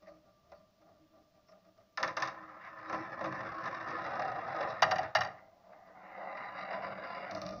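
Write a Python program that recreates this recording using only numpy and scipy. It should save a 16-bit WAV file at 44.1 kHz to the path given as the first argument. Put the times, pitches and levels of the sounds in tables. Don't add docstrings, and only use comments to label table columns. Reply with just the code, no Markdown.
import sys
import numpy as np
from scipy import signal
from scipy.fft import rfft, irfft, next_fast_len
from scipy.io import wavfile
from scipy.ndimage import uniform_filter1d

SR = 44100
rng = np.random.default_rng(int(sys.argv[2]) if len(sys.argv) > 2 else 0)


def persist_wave(psi):
    counts = np.round(np.clip(psi, -1, 1) * 32767).astype(np.int16)
    wavfile.write(sys.argv[1], SR, np.atleast_2d(counts).T)


N = 335160
TIME = np.arange(N) / SR


# low_hz, high_hz, build_up_s, die_away s (time constants, which blows scale for each surface)
REGISTERS = [(1043, 3170, 0.0078, 0.013), (25, 397, 0.039, 0.12), (473, 763, 0.036, 0.012),
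             (2590, 17000, 0.000065, 0.0087)]


def upper_track():
    # pitch_hz, level_db; then pitch_hz, width_hz, height_db
    spectrum = [(40, -28), (110, -8.5), (420, -11.5), (600, -4.5), (1200, 4.5), (2000, -3), (3200, -24),
                (4800, -9), (6200, -13), (8000, -64.5), (10500, -54.5), (15000, -37), (16500, -67.5)]
    modes = [(129, 28, 7.1), (190.2, 18, 9), (321, 24, 14.4), (539, 99, 14.6), (651, 53, 11),
             (794, 120, 11), (1013.6, 40, 13.6), (1094, 83, 8.6), (1243, 93, 7), (1333, 22, 8.1),
             (1775, 220, 10), (2290, 530, 3.8), (2750, 170, 7.9), (3520, 200, 9.7), (3830, 180, 10.8),
             (5300, 300, 2.9)]
    # start_s, clack_db, weight_db
    landings = [(1.9738, -33.5, -3.5), (2.0005, -43.5, 8.5), (2.0288, -28.5, 1), (2.0762, -37, -2),
                (2.168, -33.5, 3), (2.2005, -41, 1), (2.2222, -30, -4.5), (2.254, -42, -1.5),
                (2.2745, -38, -5.5)]
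    wall_bumps = [(2.8965, -39.5, 4.5), (2.9265, -35, 3.5), (2.944, -39.5, 2.5), (3.209, -41, 9),
                  (3.2413, -36.5, 5.5), (3.256, -38.5, 1.5), (3.3236, -43, -2), (3.405, -42.5, 3.5),
                  (3.4304, -47.5, -4.5), (3.6384, -40, -4), (3.656, -36, -1), (3.675, -39.5, -4.5),
                  (3.8835, -40, -5), (3.9068, -40, -2)]
    # time_s, clack_db
    rolling = [(2.1, -46), (2.146, -60), (2.176, -50), (2.398, -52.5), (2.594, -55), (3.088, -47.5),
               (3.65, -44), (3.764, -45.5), (3.95, -42)]
    # level_db, growth
    landing_colour = [(-15, 0.5), (-6.5, 0.54), (-11.5, 1.18)]
    bump_colour = [(-6.5, 0.65), (-5, 0.66), (-19.5, 1)]
    roll_colour = [(-11.5, 1.4), (-8.5, 0.96), (-25.5, 1.65)]

    track = ring(spectrum, modes)
    out = blows(landings, track, landing_colour, level_db=-1.94, linger=0.54, soft=0.83,
                alike=0.4, tail_db=-14.5, tail_t60=0.24)
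    out += blows(wall_bumps, track, bump_colour, level_db=-3.5, linger=0.62, soft=0.34,
                 alike=0.37, tail_db=-15, tail_t60=0.25)
    out += roll(rolling, track, roll_colour, level_db=0.43, bumps_per_s=300, spread_db=1.0,
                smooth=0.83, contact_hz=6160, scatter_t60=0.031)
    return out


def lower_bends():
    # pitch_hz, level_db; then pitch_hz, width_hz, height_db
    spectrum = [(40, -32), (115, -7), (420, -16), (600, -5.5), (900, -8), (1200, -1.5), (1900, -0.5),
                (3200, -29), (4800, -9.5), (6200, -15), (8000, -94.5), (15000, -57), (16500, -78)]
    modes = [(182, 5.9, 2.6), (331.6, 41, 6.2), (557, 7.7, 3.1), (645.5, 15, 9), (781, 123, 12),
             (1019, 71, 11), (1160, 12, 5), (1247, 110, 9.8), (1780, 98, 4.3), (2744, 150, 11),
             (3460, 190, 11), (3830, 330, 12.7), (5130, 450, 3.3)]
    # start_s, clack_db, weight_db
    rail_taps = [(4.041, -42, -10), (4.0629, -40.5, 7), (4.108, -46.5, 6), (4.1547, -41, -11),
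                 (4.1951, -34.5, 3.5), (4.2196, -36.5, 1.5), (4.25, -42, 8), (4.2794, -43.5, -2),
                 (4.3174, -43, 7), (4.479, -45, 6), (4.5628, -40.5, -2), (4.5848, -44.5, -0.5),
                 (4.6082, -35, -7.5), (4.6262, -37, 5.5), (4.7, -43, -4)]
    # time_s, clack_db
    rolling = [(3.98, -43), (4.186, -42), (4.44, -45), (4.626, -40), (4.79, -46), (5.06, -43),
               (5.12, -58.5)]
    # level_db, growth
    tap_colour = [(-10.5, 0.51), (-1, 0.65), (-17.5, 1)]
    roll_colour = [(-11.5, 1), (-1, 0.91), (-22.5, 0.99)]

    bends = ring(spectrum, modes)
    out = blows(rail_taps, bends, tap_colour, level_db=-6.5, linger=0.56, soft=0.63,
                alike=0.3, tail_db=-23.5, tail_t60=0.34)
    out += roll(rolling, bends, roll_colour, level_db=-2.0, bumps_per_s=320, spread_db=1.5,
                smooth=0.45, contact_hz=6000, scatter_t60=0.055)
    return out


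def cup_drops():
    # pitch_hz, level_db; then pitch_hz, width_hz, height_db
    spectrum = [(40, -26), (120, -2), (250, -22.5), (430, -13), (600, 0), (800, -3.5), (950, -1.5),
                (1950, 0), (2250, -14), (4800, -14), (6300, -8.5), (8000, -48.5), (10300, -41.5),
                (15000, -25.5), (16500, -60)]
    modes = [(185, 18, 13), (310, 13, 7.5), (640, 19, 9.8), (768, 210, 18), (838, 23, 5.4), (994, 13, 9.7),
             (1110, 24, 7), (1227, 88, 10.3), (1369, 45, 12), (1900, 350, 6.1), (1820, 180, 3.6),
             (2120, 150, 4.1), (2395, 46, 12), (2840, 220, 13.5), (3895, 280, 13.3), (4700, 320, 19.5),
             (5480, 430, 15.4)]
    # start_s, clack_db, weight_db
    hits = [(4.8218, -23, 6.5), (4.8298, -23.5, -13), (4.852, -52, -10), (4.9108, -31.5, -10),
            (4.9162, -31, 8), (4.958, -38.5, -6), (4.9834, -37.5, 5.5), (4.989, -43, 12),
            (5.0308, -47.5, -7), (5.1505, -25.5, 5), (5.157, -29.5, 3.5), (5.1665, -32.5, -7),
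            (5.186, -41, 1.5), (5.2079, -31.5, -7), (5.216, -38.5, 3.5), (5.233, -41.5, -4),
            (5.2468, -41.5, 3.5), (5.271, -50, -2)]
    # level_db, growth
    colour = [(-17.5, 0.67), (-3, 0.76), (-12, 1)]
    return blows(hits, ring(spectrum, modes), colour, level_db=-2.5, linger=0.38, soft=0.79,
                 alike=0.2, tail_db=-28.5, tail_t60=0.33)


def return_ramp():
    # pitch_hz, level_db; then pitch_hz, width_hz, height_db
    spectrum = [(40, -32.5), (110, -11.5), (420, -13), (600, -4), (900, -2.5), (1200, -1), (2000, -2.5),
                (3200, -36.5), (4800, -29), (6200, -34.5), (8000, -80), (15000, -69), (16500, -82.5)]
    shared_modes = [(190.7, 26, 14.5), (301.6, 16, 9.5), (547, 26, 7.5), (1013, 40, 11), (1378, 26, 5.5)]
    # pitch_hz, width_hz, height_db
    first_modes = [(640, 50, 3.8), (770, 190, 12.4), (1220, 85, 10.8), (1820, 130, 2.5), (2050, 300, 7.2),
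                   (2800, 360, 17), (3700, 280, 14), (3960, 260, 18.3), (4730, 310, 12.7), (5540, 600, 7.5)]
    second_modes = [(681, 84, 8.9), (1145, 160, 3.5), (2210, 290, 4.9), (2830, 360, 17.9), (3530, 360, 15),
                    (3910, 400, 19), (4770, 600, 21), (5160, 800, 12), (5580, 500, 12)]
    # time_s, clack_db
    first_roll = [(5.22, -46.5), (5.4, -68.5), (5.58, -83.5), (5.7, -73), (5.92, -67), (6.05, -58.5),
                  (6.2, -53), (6.38, -49), (6.52, -49), (6.66, -47.5)]
    second_roll = [(6.71, -57.5), (6.922, -50), (7.1, -52.5), (7.21, -48), (7.32, -50)]
    # start_s, clack_db, weight_db
    jolts = [(5.725, -63, -8), (5.8711, -60, -4), (6.177, -55.5, 13), (6.369, -43, -4), (6.5785, -46, 6),
             (6.7057, -40, 6.5), (6.7282, -38, -5), (6.8205, -44, 10.5), (6.865, -44.5, 8),
             (7.035, -42, -4)]
    # level_db, growth
    roll_colour = [(-8.5, 0.57), (2, 0.44), (-22, 1.4)]
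    jolt_colour = [(-11, 1), (0.5, 0.51), (-19.5, 0.9)]

    first_leg = ring(spectrum, [*shared_modes, *first_modes])
    second_leg = ring(spectrum, [*shared_modes, *second_modes])
    out = blows(jolts, second_leg, jolt_colour, level_db=-5.5, linger=0.72, soft=0.76,
                alike=0.42, tail_db=-13, tail_t60=0.3)
    for rolling, leg in (first_roll, first_leg), (second_roll, second_leg):
        out += roll(rolling, leg, roll_colour, level_db=1.0, bumps_per_s=320, spread_db=-1.35,
                    smooth=0.63, contact_hz=5800, scatter_t60=0.03)
    return out


def balls_at_wheel(wheel):
    # start_s, clack_db, weight_db
    clicks = [(7.3111, -52.5, -1), (7.3494, -51, -1), (7.3705, -62, -2), (7.4166, -48.5, 3.5),
              (7.4645, -50.5, -13), (7.49, -54.5, 3), (7.508, -60.5, 7)]
    # time_s, clack_db
    rolling = [(7.32, -60.5), (7.38, -50), (7.405, -59.5), (7.44, -52.5), (7.53, -54), (7.6, -60)]
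    # level_db, growth
    click_colour = [(2.1, 0.39), (6.9, 0.81), (2.8, 0.84)]
    roll_colour = [(5, 0.58), (8.5, 1), (-8, 1)]

    out = blows(clicks, wheel, click_colour, level_db=-5.0, linger=0.36, soft=0.88,
                alike=0.84, tail_db=-21.0, tail_t60=0.16)
    out += roll(rolling, wheel, roll_colour, level_db=0.0, bumps_per_s=260, spread_db=0.0,
                smooth=0.7, contact_hz=6400, scatter_t60=0.076)
    return out


def gear(wheel):
    # start_s, length_s, clack_db
    rubs = [(0, 0.05, -68), (0.017, 0.19, -67), (0.228, 0.11, -74), (0.413, 0.28, -73), (0.793, 0.26, -78),
            (1.128, 0.12, -75.5), (1.34, 0.054, -76), (1.47, 0.14, -74.5), (1.62, 0.098, -75),
            (1.777, 0.054, -76)]
    # start_s, clack_db, weight_db
    knocks = [(0.07, -62, 0.5), (0.0818, -60, -2), (0.5171, -56, 0.5), (0.548, -70, 0), (0.814, -68, -1),
              (0.865, -73.5, 6), (0.888, -73, 6), (0.917, -81, 8), (1.13, -77, 6), (1.158, -74.5, 6),
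              (1.372, -75, 2.5), (1.4835, -63, -5.5), (1.52, -62.5, -3.5), (1.552, -76, 6),
              (1.648, -70, -7), (1.7768, -65, -4), (1.8, -73, 1.5)]
    # start_s, length_s, pitch_hz, level_db
    squeak_rows = [(0.057, 0.044, 1930, -62.5), (0.07, 0.043, 4600, -77), (0.53, 0.076, 4570, -80),
                   (1.465, 0.07, 5400, -73)]
    # level_db, growth
    rub_colour = [(12.5, 0.46), (10.5, 1), (-9.5, 0.96)]
    knock_colour = [(-5.5, 0.33), (11.5, 1), (-9.5, 0.81)]

    idle_db = -83
    pressure = amp(idle_db) + swells((s, length, amp(db)) for s, length, db in rubs)
    rubbing = np.column_stack([TIME, 20 * np.log10(pressure)])
    out = roll(rubbing, wheel, rub_colour, level_db=-7.0, bumps_per_s=260, spread_db=-2.0,
               smooth=0.41, contact_hz=6700, scatter_t60=0.16)
    out += blows(knocks, wheel, knock_colour, level_db=-6.0, linger=0.5, soft=1.5,
                 alike=0.49, tail_db=-15, tail_t60=0.12)
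    for s, length, hz, db in squeak_rows:
        out += swells([(s, length, amp(db))]) * whine(hz, width=420)
    return out


def wheel_body():
    # pitch_hz, level_db; then pitch_hz, width_hz, height_db
    spectrum = [(40, -12), (70, -1.5), (120, 1.5), (420, -11), (600, -23), (1200, -7.5), (2000, -11),
                (3200, -30), (3900, -16), (4800, -10.5), (6200, -16.5), (8000, -69), (10500, -43),
                (13000, -52.5), (15000, -33), (16500, -59)]
    modes = [(189, 29, 13), (308, 24, 12.5), (583, 56, 20.5), (632, 16, 7.5), (665, 110, 23), (790, 60, 13),
             (1022, 40, 9.5), (1210, 140, 18.5), (1390, 36, 11), (1790, 57, 8), (1910, 61, 9.5),
             (2060, 96, 5.5), (2420, 210, 7), (2800, 240, 11), (3600, 180, 9.5), (4630, 130, 0),
             (5550, 240, 5.5)]
    return ring(spectrum, modes)


def low_tone():
    # start_s, length_s, level_db
    tone_swells = [(0.053, 0.19, -67.5), (0.788, 0.1, -73.5), (0.985, 0.097, -65), (1.09, 0.16, -69),
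                   (1.646, 0.099, -70), (2.32, 0.28, -63), (2.78, 0.25, -56.5)]

    tone_hz, waver_hz, waver_rate_hz = 315.3, 2.96, 8
    waver = unit(shaped(rng.standard_normal(N), lambda hz: 1 / (1 + (hz / waver_rate_hz) ** 2)))
    phase = 2 * np.pi * np.cumsum(tone_hz + waver_hz * waver) / SR
    note = np.sqrt(2) * np.sin(phase)
    return swells((s, length, amp(db)) for s, length, db in tone_swells) * note


def motor():
    # pitch_hz, width_hz, level_db
    whines = [(607, 20, -79), (645, 30, -79), (1178, 12, -80.5)]
    return sum(amp(db) * whine(hz, width) for hz, width, db in whines)


def hiss():
    # pitch_hz, level_db (per Hz)
    spectrum = [(25, 14), (100, 15), (400, 9), (1000, 6), (2000, 1), (5500, 1.5), (7000, -7), (8200, -20),
                (12200, -15.5), (13500, -29.5), (14400, -15), (15000, 3.5), (15700, -21.5)]
    level_db = -75.5
    return amp(level_db) * unit(shaped(rng.standard_normal(N), lambda hz: amp(read(spectrum, hz))))


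def blows(rows, body, colour, level_db, linger, soft, alike, tail_db, tail_t60):
    t, out = np.arange(SR // 4) / SR, np.zeros(N)
    usual_path = rng.choice([-1., 1.], len(t))
    tail = amp(tail_db - 60 * t / tail_t60)
    times, clack_db, weight_db = np.transpose(rows)
    levels_db = register_levels(clack_db, colour) + np.outer([0, 1, 1, 0], weight_db)
    for s, blow_db in zip(times, levels_db.T):
        own_path = rng.choice([-1., 1.], len(t))
        scatter = np.where(rng.random(len(t)) < alike, usual_path, own_path)
        for (lo, hi, rise, fall), db in zip(REGISTERS, blow_db):
            swell = (1 - np.exp(-t / (rise * soft))) * (np.exp(-t / (fall * linger)) + tail)
            rung = signal.fftconvolve(scatter * swell, body)[:len(t)]
            sound = unit(register(rung, lo, hi)) * np.sqrt(0.02 / t[-1])
            add(out, s, amp(level_db + db) * sound)
    return out


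def roll(rows, body, colour, level_db, bumps_per_s, spread_db, smooth, contact_hz, scatter_t60):
    # start_s, length_s, height_db
    leans = [(2.933, 0.55, 3), (4.05, 0.5, 6), (4.498, 0.26, 7), (5.63, 0.19, 5), (6.15, 0.25, 8),
             (6.637, 0.21, 8.5)]
    # start_s, length_s, extra_clack_db, extra_tick_db
    scuffs = [(2.61, 0.11, 5, 11), (2.746, 0.34, 2.5, 8), (2.95, 0.063, 1, 5), (3.31, 0.095, 2.5, 4),
              (3.735, 0.038, 5, 9), (4.679, 0.052, -2, 13), (5.369, 0.046, 8.5, 12), (5.716, 0.041, 8.5, 3),
              (5.793, 0.15, 0.5, -3), (6.352, 0.15, 2, 3), (6.557, 0.085, 1, 12.5), (6.695, 0.11, 4.5, 11),
              (6.811, 0.076, 7, 11), (7.018, 0.18, 4.5, 11.5)]
    lean_thump = 0.12
    tick_power, tick_grind, tick_t60_s = 2, 0.41, 0.016
    flare_rms_db, flare_hz = 1, 22
    roll_in_s, roll_out_s = 0.025, 0.14

    def answer(force, t60):
        force = shaped(force, lambda hz: 1 / (1 + (hz / contact_hz) ** 20))
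        return signal.oaconvolve(travel(force, t60), body)[:N]

    s, clack_db = np.transpose(rows)
    ridge_met = rng.random(N) < bumps_per_s / SR
    jolts = ridge_met * amp(spread_db * np.minimum(rng.exponential(1, N), 3.5))
    grind = rng.standard_normal(N)
    rumble = answer(unit(jolts) + smooth * grind, scatter_t60)
    rattle = answer(unit(jolts ** tick_power) + tick_grind * grind, tick_t60_s)

    lean_db = swells(leans)
    chatter_db = swells((start, length, db) for start, length, db, _ in scuffs)
    scrape_db = swells((start, length, db) for start, length, _, db in scuffs)
    flicker = shaped(rng.standard_normal(N), lambda hz: 1 / (1 + (hz / flare_hz) ** 2))
    flare_db = flare_rms_db * unit(flicker)
    drives = [(rumble, chatter_db), (rumble, lean_thump * lean_db),
              (rumble, lean_db), (rattle, scrape_db + flare_db)]

    out = np.zeros(N)
    levels_db = register_levels(clack_db, colour)
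    for (lo, hi, _, _), db, (sound, swell_db) in zip(REGISTERS, levels_db, drives):
        part = register(sound, lo, hi)
        part = part / np.sqrt(uniform_filter1d(part ** 2, size=SR // 10) + 1e-30)
        out += part * amp(np.interp(TIME, s, db) + swell_db + level_db)
    return out * np.interp(TIME, [s[0] - roll_in_s, s[0], s[-1], s[-1] + roll_out_s], [0, 1, 1, 0])


def travel(force, t60, size=8192):
    t, out = np.arange(SR // 12) / SR, np.zeros(N + size)
    force, window = np.pad(force, (size // 2, size)), signal.windows.cosine(size)
    for start in range(0, N + size // 2, size // 2):
        decay = rng.choice([-1., 1.], len(t)) * amp(-60 * t / t60)
        scatter = rfft(np.pad(decay, (size // 64, 0)), size // 2)
        path = irfft(scatter / np.sqrt(uniform_filter1d(abs(scatter) ** 2, size=14) + 1e-12))
        add(out, start / SR, signal.fftconvolve(force[start:start + size] * window, path))
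    return out[size // 2:][:N]


def ring(spectrum, modes, size=8192):
    hz = abs(np.fft.fftfreq(size, 1 / SR))
    peaks_db = sum(height / (1 + (2 * (hz - f) / width) ** 2) for f, width, height in modes)
    log_gain = np.log(amp(read(spectrum, hz) + peaks_db))
    return np.fft.ifft(np.exp(np.conj(signal.hilbert(log_gain)))).real[:size // 2]


def register_levels(clack_db, colour):
    usual = np.mean(clack_db)
    others = [usual + db + growth * (clack_db - usual) for db, growth in colour]
    return np.array([clack_db] + others)


def whine(hz, width):
    return unit(shaped(rng.standard_normal(N), lambda f: 1 / (1 + (2 * (f - hz) / width) ** 2)))


def swells(rows):
    out = np.zeros(N)
    for s, length, height in rows:
        add(out, s, height * np.sin(np.pi * np.arange(0, length, 1 / SR) / length))
    return out


def register(x, lo, hi, order=12):
    return shaped(x, lambda hz: 1 / np.sqrt((1 + (lo / (hz + 1)) ** order) * (1 + (hz / hi) ** order)))


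def shaped(x, gain):
    size = next_fast_len(x.shape[-1] + 2048)
    return irfft(rfft(x, size) * gain(np.fft.rfftfreq(size, 1 / SR)), size)[..., :x.shape[-1]]


def read(points, hz):
    f, value = np.transpose(points)
    return np.interp(np.log(hz + 1), np.log(f), value)


def amp(db):
    return 10 ** (np.asarray(db) / 20)


def unit(x):
    return x / np.sqrt(np.mean(x ** 2, axis=-1, keepdims=True) + 1e-30)


def add(mix, s, sound):
    part = mix[max(round(s * SR), 0):][:len(sound)]
    part += sound[:len(part)]


def scene():
    wheel = wheel_body()
    balls = upper_track() + lower_bends() + cup_drops() + return_ramp() + balls_at_wheel(wheel)
    mix = balls + gear(wheel) + low_tone() + motor() + hiss()
    return mix[None]


def record(dry):
    edge_hz = 16000
    low_pass = signal.firwin(511, edge_hz, window=("kaiser", 9), fs=SR)
    return signal.oaconvolve(dry, low_pass[None], "same")


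dry = scene()
out = record(dry)
persist_wave(out)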